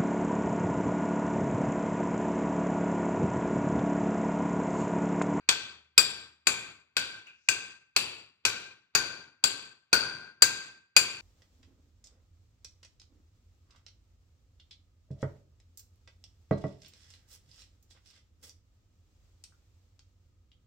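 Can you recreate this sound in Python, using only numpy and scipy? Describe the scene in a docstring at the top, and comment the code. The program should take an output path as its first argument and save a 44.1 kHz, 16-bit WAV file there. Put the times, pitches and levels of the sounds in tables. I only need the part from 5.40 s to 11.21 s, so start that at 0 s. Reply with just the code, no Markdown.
"""A mason hammers a steel chisel into a stone block, two blows a second, in a small workshop.
Each blow cracks the stone, makes the block and the hand-held chisel ring, and fills the room.
Once, the mason sets the tip on a new spot with a light tap and a faint scrape.
Behind it are quiet air and a low hum that dies away. Two microphones stand close by;
the left one overloads on the hardest blows."""
import sys
import numpy as np
from scipy import signal
from scipy.fft import rfft, irfft
from scipy.io import wavfile
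from scipy.ndimage import uniform_filter1d

SR = 44100
rng = np.random.default_rng(int(sys.argv[2]) if len(sys.argv) > 2 else 0)


def materialize(psi):
    """Save the field psi as 16-bit PCM at rate SR to the path in sys.argv[1].

    A 1-D psi becomes a single channel; in a 2-D psi each row is a channel.
    """
    bounded = np.clip(np.atleast_2d(psi).T, -1, 1)
    quanta = np.round(bounded * 32767).astype(np.int16)
    wavfile.write(sys.argv[1], SR, quanta)


N = 256220
BLOW_SAMPLES = 40000
AGE = np.arange(BLOW_SAMPLES) / SR  # seconds since a blow landed

# The hammer blows. Bed is how solidly the tip sits in the stone; square is how flush the hammer lands.
# Bend and block count from the force; seat is how much their higher tones are favoured.
# t/s, force/dB, bed/dB, square/dB, lowest chisel bend/dB, block ring/dB, seat/dB
BLOWS = [(-.4, -18, 1.5, -3.5, -5.5, -11.5, -2.5), (0.089, -18, -2, -12, -12.5, -14, 4),
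         (0.5783, -15, -1, 1.5, -5.5, -14.5, 4), (1.0696, -20, 0, -5, -7.5, -16.5, 2.5),
         (1.567, -25, 1, -2.5, -7, -6, -1.5), (2.087, -23, -3, -5.5, 0.5, -8, 16.5),
         (2.5633, -21.5, 0.66, -2, -15, -28.5, -7.5), (3.0514, -21.5, 0.5, -6.5, -8, -12.5, -2.5),
         (3.5502, -20, 4, -1.5, -10.5, -7.5, -1), (4.0393, -21, -0.1, -0.5, -19, -12, 6),
         (4.5294, -20, 8.5, 1, -11.5, -2.5, -3), (5.021, -16, 0.4, 3.5, -20, -9.5, 6),
         (5.5647, -16, 0.5, 1.5, -1, -17, 1.5)]


def chiselling(bands, usual_force_db=-20):
    """Each blow sounds the stone and the chisel; the echoes change as the mason moves."""
    out = np.zeros((2, N + BLOW_SAMPLES))
    for start_s, force_db, bed_db, square_db, lowest_db, block_db, seat_db in BLOWS:
        extra_db = force_db - usual_force_db
        # a bedded tip drives the room through the block; after a hard blow the echo is no louder than after a
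        # light one
        path = workshop(bands, room_db=2.5 + 0.31 * bed_db - 0.55 * extra_db)
        blow = heard(stone_crack(bed_db, square_db), path, force_db)
        blow += block_ring(path, force_db + block_db, length=1.05, seat_db=seat_db, rise_s=0.0066)
        looseness = .68 + 0.0548 * extra_db  # a hard blow jolts the grip loose, so the steel rings on
        blow += chisel_ring(path, force_db, bed_db, square_db, lowest_db, seat_db, looseness)
        add_blow(out, blow, start_s)
    return out[:, :N]


# The basic tone colour of steel cracking stone: f/Hz, level/dB
CRACK_COLOUR = [(30, -28.5), (70, -26.5), (105, -9), (280, -10.5), (410, -3.5), (600, -4), (820, -4.5),
                (1130, -0.5), (1950, -6), (4000, -1), (5400, -1), (6500, 4.5), (9000, -9.5), (15500, -21)]
# Broad resonant humps in the crack, the strongest a clank near 2.5 kHz: f/Hz, width/Hz, boost/dB
CRACK_HUMPS = [(2546, 230, 10.5), (3950, 280, 0.5), (5025, 430, 1.5)]


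def stone_crack(bed_db=0, square_db=0, thud_hz=1500, bite_hz=6400, bite_width_hz=900, fizz_hz=8300):
    """The block thuds, the edge bites and chips fizz, all in one click (returned as a spectrum)."""
    thud_db = -2.5 + 0.87 * bed_db  # a bedded tip drives the block
    bite_db = -1 + .22 * square_db  # a square blow is brighter
    fizz_db = 1.14 + .65 * square_db - 0.4 * bed_db  # a bedded tip throws fewer chips
    hz = frequencies(BLOW_SAMPLES)
    lows = 1 / (1 + (hz / thud_hz) ** 4)
    highs = 1 - 1 / (1 + (hz / fizz_hz) ** 12)
    peaks = [*CRACK_HUMPS, (bite_hz, bite_width_hz, bite_db)]
    humps_db = sum(db * np.exp(-((hz - centre) / width) ** 2) for centre, width, db in peaks)
    # stone never breaks the same way twice
    fracture_db = 2.9 * np.interp(hz, np.linspace(0, SR / 2, 40), rng.standard_normal(40))
    colour_db = look_up(CRACK_COLOUR, hz) + thud_db * lows + fizz_db * highs + humps_db
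    return shortest_click(colour_db + fracture_db * (1 - lows))


# The chisel's five ways of bending; hand and stone split each into a group of close tones.
# f/Hz, level within the group/dB, ring time before the length factors/s
CHISEL_BENDS = [
    [(2466, 0, .06), (2425, -3, .025), (2545, -6, .05), (2650, -13, .06), (2754, -17, .06)],
    [(4695, 0, .048), (4610, -2, .035), (4378, -12, .04), (4790, -7, .035), (4890, -9, .04)],
    [(7562, 0, .05), (7640, -4, .03), (7260, -10, .03), (7890, -10, .04)],
    [(10782, 0, .07), (11120, 0, .035), (10900, -4, .03)],
    [(15060, 0, .05), (15200, -2, .025), (12850, -3, .04), (13570, -5, .04)],
]
# Sound that each bend beams straight at the microphones: level over its echoes/dB, ring length factor
BEND_BEAMS = [(6, 1.0), (-3, 0.69), (0, 0.76), (-14.5, 0.56), (-7, .9)]
# Strength of bends 2-5: level from the force/dB, gain per dB of square/dB, loss per dB of bed above 0/dB
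UPPER_BENDS = [(-0.74, 0.96, -0.15), (-3.5, 0.63, 7), (-16.5, 0.56, 0.34), (-23.5, 0.95, -0.5)]


def chisel_ring(path, force_db, bed_db, square_db, lowest_db, seat_db, looseness):
    """The struck steel bends to and fro while the hand damps it."""
    upper_db = [db + gain * square_db - loss * max(bed_db, 0) for db, gain, loss in UPPER_BENDS]
    out = np.zeros((2, BLOW_SAMPLES))
    for tones, db, (beam_db, length) in zip(CHISEL_BENDS, [lowest_db, *upper_db], BEND_BEAMS):
        out += heard(ring(tones, looseness * length, seat_db), path + amp(beam_db), force_db + db)
    return out


# Tones of the block and hammer head: f/Hz, relative level/dB, ring time before the length factor/s
BLOCK_TONES = [(1530, -4, .04), (1478, -1, .05), (1562, 0, .09), (1600, -7, .05), (1574, -21, .6),
               (1548, -23, .55)]


def block_ring(path, db, **shape):
    """The stone block and the hammer head ring at a few close pitches."""
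    return heard(ring(BLOCK_TONES, **shape), path, db)


def ring(tones, length=1, seat_db=0, rise_s=0.0026):
    """Spectrum of fading tones set off by one hit; a stiffly seated tip favours the higher ones."""
    out = np.zeros(BLOW_SAMPLES)
    main_hz = tones[0][0]
    for hz, db, base_ring_s in tones:
        ring_s = base_ring_s * max(length, .1)
        age = AGE[:int(2 * ring_s * SR)]
        side = np.tanh((hz / main_hz - 1) / .03)  # -1 below the main tone, +1 above it
        out[:len(age)] += amp(db + seat_db * side) * np.sin(2 * np.pi * hz * age) * fade(ring_s)[:len(age)]
    return rfft(out * (1 - np.exp(-AGE / rise_s)))


def tip_tap(bands, start_s=1.869):
    """The tip is put down on a new spot: a tick that wakes the block and the lowest bend."""
    out = np.zeros((2, N + BLOW_SAMPLES))
    path = workshop(bands, room_db=10)
    tick = heard(stone_crack(), path, db=-62)
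    steel = heard(ring(CHISEL_BENDS[0], length=0.32, seat_db=18), path, db=-48)
    add_blow(out, tick + steel + block_ring(path, db=-58), start_s)
    return out[:, :N]


def tip_scrape(db=-62, centre_hz=5600, width_hz=1900, start_s=1.9, peak_s=2.07, release_s=0.014):
    """The tip drags faintly over the stone as the mason sets it again."""
    grit = noise(np.exp(-((frequencies(N) - centre_hz) / width_hz) ** 2))
    drag = np.interp(np.arange(N) / SR, [start_s, peak_s, peak_s + release_s], [0, 1, 0])
    return amp(db) * grit * drag


# The workshop's lingering echo: f/Hz, level before room_db is added/dB, time to fade by 60 dB/s
ROOM_ECHO = [(61, 13.5, 0.61), (133, -4.5, 1.1), (279, 0, 0.82), (460, -2.5, 0.7), (1460, -8, 0.87),
             (3670, -3, 0.65), (7020, -15.5, 0.58), (10500, -7, 0.45), (14500, -13.5, 0.14)]


def echo_bands(count=12):
    """The room's echo in overlapping pitch bands, each with its own level and fade."""
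    centres_hz = np.geomspace(60, 15000, count)
    log_hz = np.log(frequencies(BLOW_SAMPLES) + 1)
    shares = [np.interp(log_hz, np.log(centres_hz), row) for row in np.eye(count)]
    levels_db, rings_s = look_up(ROOM_ECHO, centres_hz), look_up(ROOM_ECHO, centres_hz, column=2)
    decays = [amp(db) * unit_energy(fade(ring_s)) for db, ring_s in zip(levels_db, rings_s)]
    return list(zip(shares, decays))


def workshop(bands, room_db, bench_ring_s=0.037, wall_ring_s=0.17, wall_db=-4):
    """The path to each microphone: quick bounces off the bench, then near walls, then a long echo."""
    bench, walls, scattered = rng.standard_normal((3, 2, BLOW_SAMPLES))
    quick_rise, slow_rise = 1 - np.exp(-AGE / 0.00032), 1 - np.exp(-AGE / 0.004)
    early = unit_energy(bench * fade(bench_ring_s) * quick_rise)
    early += amp(wall_db) * unit_energy(walls * fade(wall_ring_s) * slow_rise)
    late = sum(share * rfft(scattered * decay * slow_rise) for share, decay in bands)
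    return rfft(early) + amp(room_db) * late


# The tone colour of the shop's still air: f/Hz, relative level/dB
AIR_COLOUR = [(18, -36), (30, -12), (73, 9.5), (680, -18.5), (2490, -2.5), (3880, -11), (4650, -11.5),
              (5300, -31.5), (15000, -40)]


def air_and_hum(air_db=-76, hum_hz=75.4, hum_db=-66.5, hum_fade_s=1.4):
    """Quiet air, and a faint low hum that dies away."""
    t = np.arange(N) / SR
    air = noise(amp(look_up(AIR_COLOUR, frequencies(N))))
    hum = np.sin(2 * np.pi * hum_hz * t) * np.exp(-(t / hum_fade_s) ** 2)
    return amp(air_db) * air + amp(hum_db) * hum


def amp(db):
    """Turn decibels into a multiplier."""
    return 10 ** (np.asarray(db) / 20)


def look_up(table, hz, column=1):
    """Read a table at any pitch, gliding from row to row."""
    table = np.array(table, float)
    return np.interp(np.log(hz + 1), np.log(table[:, 0]), table[:, column])


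def frequencies(samples):
    """The frequency in Hz of each point in a spectrum."""
    return np.arange(samples // 2 + 1) * SR / samples


def fade(ring_s):
    """A fade that falls by 60 dB in the ring time."""
    return np.exp(-np.log(1000) * AGE / ring_s)


def noise(colour):
    """Stereo noise of strength 1, shaped by one multiplier per frequency."""
    x = irfft(rfft(rng.standard_normal((2, N))) * colour, N)
    return x / x.std()


def shortest_click(colour_db):
    """Spectrum of the shortest click that has this tone colour (minimum phase)."""
    cepstrum = irfft(np.log(amp(colour_db)))
    cepstrum[1:BLOW_SAMPLES // 2] *= 2
    cepstrum[BLOW_SAMPLES // 2 + 1:] = 0
    return np.exp(rfft(cepstrum))


def unit_energy(x):
    """Scale each channel so that its energy is 1."""
    return x / np.sqrt(np.sum(x ** 2, axis=-1, keepdims=True))


def heard(spectrum, path, db, spread_s=.04):
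    """Send a sound through the room; db is its level if its energy were spread over spread_s."""
    return unit_energy(irfft(spectrum * path)) * amp(db) * np.sqrt(spread_s * SR)


def add_blow(out, sound, start_s):
    """Fade out the end of one hit and lay it into the scene at its time."""
    start = int(start_s * SR)
    faded = sound * np.interp(AGE, [.6, .8], [1, 0])
    out[:, max(start, 0):start + BLOW_SAMPLES] += faded[:, max(-start, 0):]


def scene():
    """The mason's work and the quiet around it."""
    bands = echo_bands()
    return chiselling(bands) + tip_tap(bands) + tip_scrape() + air_and_hum()


# The right microphone faces away from the work. Next to the left one it has, at each pitch:
# f/Hz, level/dB, likeness/0-1, phase lag/rad
RIGHT_MIC = [(60, 0, .85, .05), (200, -.5, .9, .2), (300, -1, .87, .55), (480, -4, .8, 1.5),
             (680, -9, .5, 2.3), (950, -8, .5, .1), (1250, -4, .6, .1), (1600, -2, .45, .4),
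             (2500, -2, .75, 2.0), (4000, -3, .4, 2.5), (4750, -12, .2, 4.5), (6800, -19, .2, 11),
             (10000, -11, .2, 21), (14000, -3, .2, 29)]


def microphones(x):
    """Two close microphones share the bass; the right one is shaded and slightly late."""
    hz = frequencies(N)
    left, right = rfft(x)
    likeness = np.clip(look_up(RIGHT_MIC, hz, column=2), 0, 1)
    late_left = left * np.exp(-1j * look_up(RIGHT_MIC, hz, column=3))
    right = likeness * late_left + np.sqrt(1 - likeness ** 2) * right
    return irfft(np.array([left, right * amp(look_up(RIGHT_MIC, hz))]), N)


def noise_suppressor(x, threshold_db=-49, cut_per_db=0.73, max_cut_db=10, window_s=.025):
    """Turn the sound down once it sinks under the threshold."""
    power = uniform_filter1d(np.mean(x ** 2, axis=0), int(window_s * SR))
    under_db = threshold_db - 10 * np.log10(np.abs(power) + 1e-18)
    return x * amp(-np.clip(cut_per_db * under_db, 0, max_cut_db))


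def record(dry, low_cut_hz=55, top_cut_hz=15700):
    """Microphones, noise suppression and overload, then the deepest bass and top treble are cut."""
    x = np.clip(noise_suppressor(microphones(dry)), -1, 1)
    x = signal.sosfilt(signal.butter(1, low_cut_hz, "high", fs=SR, output="sos"), x)
    return signal.sosfilt(signal.ellip(8, .2, 90, top_cut_hz, fs=SR, output="sos"), x)


dry = scene()
out = record(dry)
materialize(out)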